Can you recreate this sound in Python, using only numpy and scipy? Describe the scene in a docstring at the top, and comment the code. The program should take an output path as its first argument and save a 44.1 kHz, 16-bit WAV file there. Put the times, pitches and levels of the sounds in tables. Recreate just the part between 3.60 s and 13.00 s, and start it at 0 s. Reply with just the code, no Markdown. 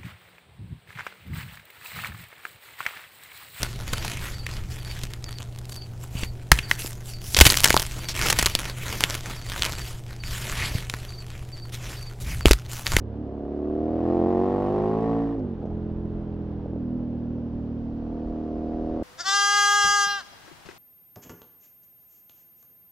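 """Grinding crumbs and a sharp crack, then more cracks: two hands snap dry chalk and crush it to powder, close by.
Grinding is coloured random clicks; cracks are splinter bursts ringing a damped mode; thumps are decaying sines.
Scrapes are resonated slips. The big breaks clip at full scale.
Behind: rumble of the hands (filtered noise), a wavering hum with air noise, a faint cricket of short tones."""
import sys
import numpy as np
from scipy import signal
from scipy.fft import rfft, irfft
from scipy.io import wavfile
from scipy.ndimage import uniform_filter1d

SR = 44100
rng = np.random.default_rng(int(sys.argv[2]) if len(sys.argv) > 2 else 0)


def int16_out(signal):
    """Quantize to a 16-bit WAV file."""
    q = np.round(np.clip(np.atleast_2d(signal).T, -1, 1) * 32767)
    wavfile.write(sys.argv[1], SR, q.astype(np.int16))


N = 414540  # samples

# squeezes and rubs of the hands: last lumps kneaded and palms emptied; block picked up and snapped in two;
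# halves crushed in the fists; powder tipped out and brushed off; next block slid up, gripped and broken
# (start [s], build-up [s], easing off [s], grit [dB], dust over grit [dB], share of coarse crumbs [0-1])
STROKES = [ (0, 0.0067, 0.19, -37, -6.5, 0.42), (.15, 0.36, 0.13, -36.5, -7, 0.44),
           (.56, 0.098, 0.14, -37.5, -5.5, .4), (.87, .03, 0.17, -40, -9, 0.26),
           (1.1, 0.02, 0.092, -40.5, -5, 0.48), (1.24, 0.059, 0.25, -41.5, -6.5, 0.47),
           (1.62, 0.17, 0.17, -46.5, -7, 0.95), (2.08, 0.026, 0.085, -61.5, 13, .9),
           (2.39, 0.045, 0.041, -54.5, 2, 0.4), (2.5, 0.14, 0.043, -44.5, -1.5, 0.24),
           (2.915, 0.0092, 0.16, -38, -5.5, 0.4), (3.08, 0.038, 0.059, -43, 3, .15),
           (3.17, 0.051, .11, -43, 3.5, 0.25), (3.43, 0.061, 0.074, -51, 4.5, 0),
           (3.6, 0.19, 0.069, -45, 4.5, 0), (3.759, 0.13, 0.12, -26.5, 1.5, 1),
           (3.94, 0.2, 0.095, -27, -0.5, 0.93), (4.2, 0.2, 0.13, -40, -5, 0.27),
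           (4.54, 0.15, 0.052, -26, -5, 0.41), (4.74, 0.047, 0.22, -30.5, -4, 0.66),
           (5.02, 0.058, .07, -37, -8, 0.4), (5.14, 0.21, 0.24, -36, -4.5, 0.3),
           (5.41, 0.12, 0.078, -35, -6.5, 0.48), (5.62, 0.085, 0.11, -37.5, -6.5, 0.3),
           (5.83, 0.22, 0.13, -33.5, -5.5, 0.64), (6.12, 0.17, 0.085, -43, -3.5, 0),
           (6.46, 0.028, 0.13, -46, -9.5, 0.73), (6.62, 0.17, .2, -39, -3, 0.06),
           (6.82, 0.24, 0.096, -32.5, -7.5, 0.31), (7.11, 0.047, 0.088, -35, -6.5, 0.32),
           (7.25, 0.12, 0.21, -46, -4.5, 0.26), (7.66, 0.076, 0.18, -48.5, -8.5, 0.5),
           (8.12, .015, 0.066, -43, -2, 0.1), (8.19, 0.11, 0.14, -41, -6, 0.1),
           (8.6, 0.011, .05, -45.5, 2, 0.05), (8.65, 0.059, 0.1, -42.5, -1, 0),
           (8.85, 0.032, 0.057, -28.5, -4.5, 0.67), (9.08, 0.055, 0.13, -41.5, -1, 0.28),
           (9.24, 0.15, .05, -31.5, -2.5, .7)]
# colours of the grinding and of the finest powder: (frequency [Hz], level [dB])
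GRIT_COLOUR = [(40, -13.5), (130, 3.5), (350, 0.5), (700, -1.5), (1300, 0), (2200, 0), (3400, -2),
               (5000, -9.5), (8000, -15.5), (16000, -49)]
DUST_COLOUR = [(800, -56), (2500, -10.5), (4800, -4.5), (7200, -3.5), (9200, -11.5), (12000, -11),
               (15500, -23.5)]
SHEEN_COLOUR = [(3000, -34), (8000, 0), (11000, 3), (15500, -4)]
# hands shift their weight on the table: (start [s], length [s], rumble level [dB])
SHIFTS = [(0, 0.78, -36), (.8, 0.47, -35), (1.304, 0.2, -40), (2.48, 0.37, -37.5), (6.603, 0.18, -33),
          (6.896, 0.23, -31.5), (8.573, 0.28, -28.5), (9.275, 0.2, -27.5)]
# colours of the hands' rumble and the room's air: (frequency [Hz], level [dB])
RUMBLE_COLOUR = [(10, -11.5), (30, -8.5), (70, -10), (110, -15), (200, -26), (2000, -76)]
AIR_COLOUR = [(20, 10), (60, -5.5), (150, 5), (230, -9.5), (370, -1), (500, -9.5), (750, -8.5),
              (1100, -20.5), (2500, -28), (7500, -30), (15000, -36)]
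# distinct fractures, energies before colouring:
# (time [s], ring energy [dB], ring pitch [Hz], tick energy [dB], splintering decay [s])
CRACKS = [(0.031, -2, 6000, -1, 0.00092), (0.3334, -2, 1420, -3.5, .0033), (0.4476, -7.5, 850, -9, 0.0082),
          (0.8654, -5.5, 2184, -15, 0.0014), (1.435, -25, 5060, -9, 0.0039),
          (1.5363, -15.5, 3840, -17, 0.00066), (1.642, -7.5, 5260, -34, .0006),
          (1.7855, -11, 4150, -36, .0005), (1.9882, -38, 6000, -19, 0.00037),
          (2.1625, -26, 3040, -18, .0005), (2.6347, -6, 2600, -14, 0.0017),
          (2.9173, 18.5, 1794, 18, 0.0014), (2.9888, 3.5, 2400, -17, .0022), (3.113, 11, 1880, -14, 0.0009),
          (3.2617, -20, 6000, -12, .0009), (3.7465, 8.5, 4750, -20, 0.00013), (3.7663, 4, 3350, 7, 0.0072),
          (3.7886, -3, 5000, 10, 0.0022), (3.8028, -9, 6000, 9.5, .0007), (3.8103, 23, 2860, 26.5, 0.0027),
          (3.8528, 8, 3050, 10.5, 0.0066), (3.865, 9.5, 3170, 14, 0.0062), (3.9016, 11, 4700, 0, 0.0018),
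          (3.9421, 1, 1990, -5, 0.00067), (3.972, -12, 6000, 4, 0.0006), (4.0433, -2, 5810, 18, 0.0019),
          (4.0558, 6, 1740, 7, 0.0073), (4.1052, 5.5, 1754, 3, 0.00046), (4.1429, 5.5, 830, -3, 0.0007),
          (4.166, 9, 1132, 2, 0.00039), (4.175, 4, 3900, -4, .0004), (4.1971, -13, 5800, 0.5, .0004),
          (4.4858, 0, 5400, -6, 0.025), (4.6705, -1.5, 2300, -18, .0006), (4.7007, -18, 6000, 9, 0.0057),
          (4.7279, -2, 2400, 3, 0.00068), (4.7885, -2, 1650, 8.5, 0.0055), (4.826, -1.5, 1500, 3, 0.0032),
          (4.8597, 8, 5600, 1, 0.00031), (4.863, -3, 2100, 4.5, 0.0039), (4.9517, 4.5, 4480, 4.5, 0.00077),
          (4.9903, -9, 3140, -9, 0.00076), (5.4072, -8, 930, -0.5, 0.00049),
          (5.4382, 10, 2840, .5, 0.00051), (6.022, 5.5, 3660, -8, 0.00052),
          (6.0515, -26, 3900, -2.5, 0.00096), (6.6368, -10.5, 2120, -39, 0.00056),
          (7.2984, -6.5, 3400, -8.5, 0.0011), (7.3389, -3, 1070, -41, 0.00034),
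          (8.8085, -11, 1480, -25, 0.00045), (8.8576, 12, 2660, -1.5, 0.00054),
          (8.9103, 5, 2160, 9, 0.0024), (8.918, 7, 4400, -16, .0005), (8.933, -5, 4550, 2.5, 0.00071),
          (9.2669, 4.5, 3330, -29, 0.00058), (9.3664, 8, 1960, 2, 0.0005)]
# colours of a fracture's ring and bright tick: (frequency [Hz], level [dB])
RING_COLOUR = [(60, 12), (250, 11.5), (700, 0.5), (1200, 2), (2000, 1.5), (4000, -0.5), (7000, -3.5),
               (15000, -14.5)]
TICK_COLOUR = [(1000, -2), (3500, 2), (6000, 0), (9000, -2.5), (12500, -7), (16000, -13.5)]
# reverberation: (frequency [Hz], t60 [s])
ROOM_T60 = [(700, 0.089), (1800, 0.37), (4000, 0.29), (14000, 0.33)]
# runs of evenly spaced chirps: (start [s], end [s], chirp period [s])
CHIRP_RUNS = [(.285, 5.9, .4572), (6.155, 9.4, .4425)]
# dull bumps of hands and blocks: (time [s], level before the envelope [dB], pitch [Hz], decay [s])
THUMPS = [(0.33, -11.5, 92.8, 0.0019), (1.437, -19, 155.4, 0.0033), (2.553, -14, 130, 0.0025),
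          (2.632, -7.5, 141, 0.0012), (2.9192, -7, 51.6, 0.018), (2.9206, -11, 150, 0.007),
          (3.247, -14, 298, 0.00097), (3.784, -11, 73, 0.021), (3.8108, 3, 233, 0.0034),
          (3.8118, 5, 62, 0.0084), (3.863, -2.5, 104, 0.0046), (4.106, -8.5, 527, 0.0013),
          (4.1427, -2.5, 386, 0.0014), (4.1667, 7, 637, 0.00045), (7.152, -10, 107, 0.0049),
          (8.8559, 5, 365, 0.0016), (8.865, -2.5, 61.2, 0.011), (8.9086, -4.5, 51.7, 0.021),
          (8.91, 2, 383, 0.0018), (9.348, -14, 65, 0.0086), (9.368, 6, 202, 0.00044)]
# block's face dragged over skin or chalk: (start [s], length [s], pitch [Hz], level [dB])
SCRAPES = [(2.536, 0.11, 2710, -45), (2.98, 0.29, 1770, -50.5), (3.172, 0.072, 2680, -43.5),
           (6.947, 0.14, 2100, -35), (8.625, 0.16, 2150, -46)]

# loose powder trickling between strokes
REST_GRIT_DB, REST_DUST_DB, REST_COARSE = -56, -62.5, 0.75
# rounded rise; fall that speeds up, EASE_DB down after the easing time
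BUILD_SHAPE, EASE_SHAPE, EASE_DB = 0.54, 1.31, 12.5
RUMBLE_REST_DB, RUMBLE_PUSH_DB = -41.5, -28.5
RUMBLE_FOLLOW, RUMBLE_SMOOTH_S = 0.63, 0.12  # dB of push per dB of grit; averaging window
# small random fractures; the rate is for all-coarse chalk
SNAPS_PER_S, SNAP_OVER_GRIT_DB, SNAP_TICK_OVER_DUST_DB, SNAP_SPREAD_DB = 22, 22, 23.5, 3.5
SNAP_HZ, SNAP_SPREAD_OCTAVES, SNAP_DECAY_S = 3150, 0.99, 0.00035
CHIRP_SPREAD_DB = 1.8  # wing strokes vary in strength
CUTOFF_HZ = 15900


def amp(db):
    """Decibels to amplitude."""
    return 10 ** (np.asarray(db) / 20)


def unit_rms(x):
    """Scales to RMS 1."""
    return x / np.sqrt(np.mean(x ** 2) + 1e-20)


def unit_energy(x):
    """Scales to energy 1."""
    return x / np.sqrt(np.sum(x ** 2) + 1e-20)


def read(points, hz):
    """A table's value at hz, interpolated over log frequency."""
    f, value = np.transpose(points)
    return np.interp(np.log(hz + 1), np.log(f + 1), value)


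def add(mix, start_s, sound):
    """Mixes a sound in at start_s."""
    part = mix[round(start_s * SR):][:len(sound)]
    part += sound[:len(part)]


def colour(x, points, size=4096):
    """Minimum-phase filter with the given spectrum: clicks keep their sharp fronts."""
    log_gain = np.log(amp(read(points, abs(np.fft.fftfreq(size, 1 / SR)))))
    taps = np.fft.ifft(np.exp(np.conj(signal.hilbert(log_gain)))).real
    return signal.oaconvolve(x, taps[:size // 2])[:len(x)]


def resonate(x, hz, q):
    """One damped mode, gain 1 at its centre."""
    b, a = signal.iirpeak(hz, q, fs=SR)
    return signal.lfilter(b, a, x)


def wander(hz):
    """Slow random curve of RMS 1, up to about the given rate."""
    steps = rng.standard_normal(N // 50)
    position = np.arange(N) * 2 * hz / SR
    return unit_rms(np.interp(position, np.arange(len(steps)), steps))


def grains(per_s, spread_db, limit):
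    """Random clicks of either sign: many small, a few large."""
    size = amp(spread_db * np.minimum(rng.exponential(1, N), limit))
    sign = rng.choice([-1, 1], N)
    return size * sign * (rng.random(N) < per_s / SR)


def effort():
    """Each stroke builds up and trickles away: grit [dB], dust [dB], share of coarse crumbs."""
    t = np.arange(SR) / SR
    grit = np.full(N, amp(REST_GRIT_DB) ** 2)
    dust = np.full(N, amp(REST_DUST_DB) ** 2)
    lumps = REST_COARSE * grit
    for start_s, build_s, ease_s, db, dust_over_grit_db, coarse in STROKES:
        rise = np.minimum(t / build_s, 1) ** BUILD_SHAPE
        fall_db = EASE_DB * (np.maximum(t - build_s, 0) / ease_s) ** EASE_SHAPE
        power = (rise * amp(db - fall_db)) ** 2
        add(grit, start_s, power)
        add(dust, start_s, power * amp(dust_over_grit_db) ** 2)
        add(lumps, start_s, power * coarse)
    return 10 * np.log10(grit), 10 * np.log10(dust), np.clip(lumps / grit, .12, .9)


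def crumbs(per_s, spread_db, q, count=10):
    """Crumbs of many sizes break: each a click and a very short ring at its own pitch."""
    clicks = grains(per_s, spread_db, limit=3.6)
    kind = rng.integers(0, count, N)
    pitches_hz = np.geomspace(1100, 12000, count)
    rings = sum(resonate(clicks * (kind == k), hz, q) for k, hz in enumerate(pitches_hz))
    return unit_rms(0.64 * clicks + rings)


def patches(x, depth_db, size=256):
    """Fingers shift around the crumbs: the colour changes from moment to moment."""
    z = signal.stft(x, SR, nperseg=size)[2]
    field = uniform_filter1d(rng.standard_normal(z.shape), size=6, axis=0)  # over frequency
    field = uniform_filter1d(field, size=14, axis=1)  # over time
    return signal.istft(z * amp(depth_db * unit_rms(field)), SR, nperseg=size)[1][:N]


def crumbling(grit_db, dust_db, coarse):
    """Powder shears in a dense fizz while coarser crumbs crackle; both come in clumps."""
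    powder = unit_rms(grains(per_s=11000, spread_db=0.0, limit=5))
    crackle = crumbs(per_s=800, spread_db=9.0, q=7.0)
    drive = np.sqrt(1 - coarse) * powder + np.sqrt(coarse) * crackle
    drive = drive * amp(2.2 * np.tanh(wander(hz=79.1)))
    # random signs: dust bursts with each crumb, without its ring
    dust_drive, sheen_drive = drive * rng.choice([-1, 1], (2, N))
    sheen_db = dust_db + .5 * (dust_db - grit_db) - 2.0  # finer powder, more top octave
    grit = amp(grit_db) * unit_rms(colour(drive, GRIT_COLOUR))
    dust = amp(dust_db) * unit_rms(colour(dust_drive, DUST_COLOUR))
    sheen = amp(sheen_db) * unit_rms(colour(sheen_drive, SHEEN_COLOUR))
    return patches(grit + dust + sheen, depth_db=2.5)


def hands(grit_db):
    """Low rumble of the moving hands: swells with smoothed effort and with shifts of weight."""
    push = amp(RUMBLE_FOLLOW * (grit_db - grit_db.max()))
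    push = uniform_filter1d(push, round(RUMBLE_SMOOTH_S * SR))
    power = amp(RUMBLE_REST_DB) ** 2 + (amp(RUMBLE_PUSH_DB) * push) ** 2
    for start_s, length_s, db in SHIFTS:
        add(power, start_s, amp(db) ** 2 * np.hanning(round(length_s * SR)))
    return np.sqrt(power) * unit_rms(colour(rng.standard_normal(N), RUMBLE_COLOUR, size=16384))


def hum(hz=120.1, db=-39.5):
    """A motor's slightly wavering hum over the soft rush of the room's air."""
    turns = np.cumsum(hz + 1.325 * wander(hz=3.86)) / SR
    tone = amp(db + 0.22 * wander(hz=27)) * unit_rms(np.sin(2 * np.pi * turns))
    return tone + amp(-46.0) * unit_rms(colour(rng.standard_normal(N), AIR_COLOUR))


def small_snaps(grit_db, dust_db, coarse, count=600):
    """Lumps give way at random, oftener in coarse chalk, louder under a hard squeeze; rows as in CRACKS."""
    rows = []
    spread = np.sqrt(3) * rng.uniform(-1.1, 1, (count, 3))
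    places, draws = rng.integers(0, N, count), rng.random(count)
    for at, draw, (strength, pitch, tick) in zip(places, draws, spread):
        if draw * count < SNAPS_PER_S * coarse[at] ** 2 * N / SR:
            ring_db = grit_db[at] + SNAP_OVER_GRIT_DB + SNAP_SPREAD_DB * strength
            ring_hz = SNAP_HZ * 2 ** (SNAP_SPREAD_OCTAVES * pitch)
            tick_db = dust_db[at] + SNAP_TICK_OVER_DUST_DB + SNAP_SPREAD_DB * tick
            rows.append((at / SR, ring_db, ring_hz, tick_db, SNAP_DECAY_S))
    return rows


def disperse(x, lag_s, hz=2000):
    """Bending waves: a snap's treble crosses the chalk first, lower tones arrive later."""
    f = np.fft.rfftfreq(len(x), 1 / SR)
    turns = lag_s * (2 * np.sqrt(hz * f) - f * np.sqrt(2 * hz / SR))
    return irfft(rfft(x) * np.exp(-2j * np.pi * turns), len(x))


def cracks(rows, size=2048):
    """A fracture is one snap and a dying run of splinters, which ring the broken piece."""
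    rings, ticks, t = np.zeros(N), np.zeros(N), np.arange(size) / SR
    for time_s, ring_db, ring_hz, tick_db, decay_s in rows:
        chance, height = rng.random(size), rng.standard_normal(size)
        height = height * abs(height) ** 0.5  # a few splinters much larger than the rest
        run = np.exp(-t / decay_s) + 0.055 * np.exp(-t / 0.01)  # debris follows the split
        splinters = height * (chance < 7500 / SR) * run
        splinters[0] = 2.3  # the snap
        splinters = disperse(splinters, lag_s=0.0005124)
        piece = resonate(splinters, ring_hz, q=2.7) + 0.091 * splinters
        add(rings, time_s, amp(ring_db) * unit_energy(piece))
        add(ticks, time_s, amp(tick_db + 4.5) * unit_energy(splinters))
    return colour(rings, RING_COLOUR) + colour(ticks, TICK_COLOUR)


def room(size=256):
    """Echo response: close reflections from the table, then the small room's faint tail."""
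    hz, t, z = signal.stft(rng.standard_normal(SR // 2), SR, nperseg=size)
    decay = amp(-60 * t / read(ROOM_T60, hz)[:, None])
    tail = signal.istft(z * decay, SR, nperseg=size)[1]
    t = np.arange(len(tail)) / SR
    near = rng.standard_normal(len(t)) * np.exp(-t / 0.0028) * (t > .002)
    return amp(-17.0) * unit_energy(near) + amp(-26) * unit_energy(tail)


def cricket(hz=4610, stroke_gap_s=.048, stroke_s=0.034, sag_hz=380, db=-41.5, count=3):
    """Three wing strokes a chirp: tones that swell, fade and sag as the wing slows; distance blurs them."""
    out, u = np.zeros(N), np.arange(0, 1, 1 / (stroke_s * SR))
    swell = np.interp(u, [0, .25, .55, 1], [0.43, 0.95, 0.53, 0.27])
    pitch_hz = hz - sag_hz * np.clip(2 * u - 1, 0, 1)
    stroke = swell * np.sin(2 * np.pi * np.cumsum(pitch_hz) / SR)
    t = np.arange(SR // 6) / SR
    for chirp_s in np.concatenate([np.arange(*run) for run in CHIRP_RUNS]):
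        for k in range(count):
            paths = .5 * unit_energy(rng.standard_normal(len(t)) * t * np.exp(-t / 0.011))
            paths[0] += 1  # direct sound
            gain = amp(db + CHIRP_SPREAD_DB * rng.standard_normal())
            add(out, chirp_s + k * stroke_gap_s, gain * signal.fftconvolve(stroke, paths))
    return out


def thumps():
    """Palms close on a sudden gap, or a block is gripped: a low push that dies quickly."""
    out, t = np.zeros(N), np.arange(SR // 5) / SR
    for time_s, db, hz, decay_s in THUMPS:
        envelope = np.exp(-t / decay_s) * (1 - np.exp(-t / 0.00017))
        add(out, time_s, amp(db) * np.sin(2 * np.pi * hz * t) * envelope)
    return out


def scrapes():
    """Quick, uneven slips excite one resonance of the block: a hoarse rub."""
    out = np.zeros(N)
    for start_s, length_s, hz, db in SCRAPES:
        slips = grains(per_s=1200, spread_db=15, limit=1.3)[:round(length_s * SR)]
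        rub = resonate(resonate(slips, hz, q=2.7), hz, q=2.7)
        add(out, start_s, amp(db) * unit_rms(rub * signal.windows.tukey(len(rub), .7)))
    return out


def scene():
    """Chalk close and nearly dry; rumble, cricket and hum added without the echo; two equal channels."""
    grit_db, dust_db, coarse = effort()
    behind = hands(grit_db) + cricket() + hum()
    echo = room()
    grinding = crumbling(grit_db, dust_db, coarse) + scrapes()
    fractures = list(CRACKS) + small_snaps(grit_db, dust_db, coarse)
    chalk = grinding + thumps() + cracks(fractures)
    mono = chalk + signal.oaconvolve(chalk, echo)[:N] + behind
    return np.array([mono, mono])


def record(dry):
    """The loudest breaks clip at full scale; then a low-pass limits the band."""
    clipped = np.clip(dry, -1, 1)
    lowpass = signal.firwin(255, CUTOFF_HZ, window=("kaiser", 8), fs=SR)
    return signal.oaconvolve(clipped, lowpass[None], "same")


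dry = scene()
out = record(dry)
int16_out(out)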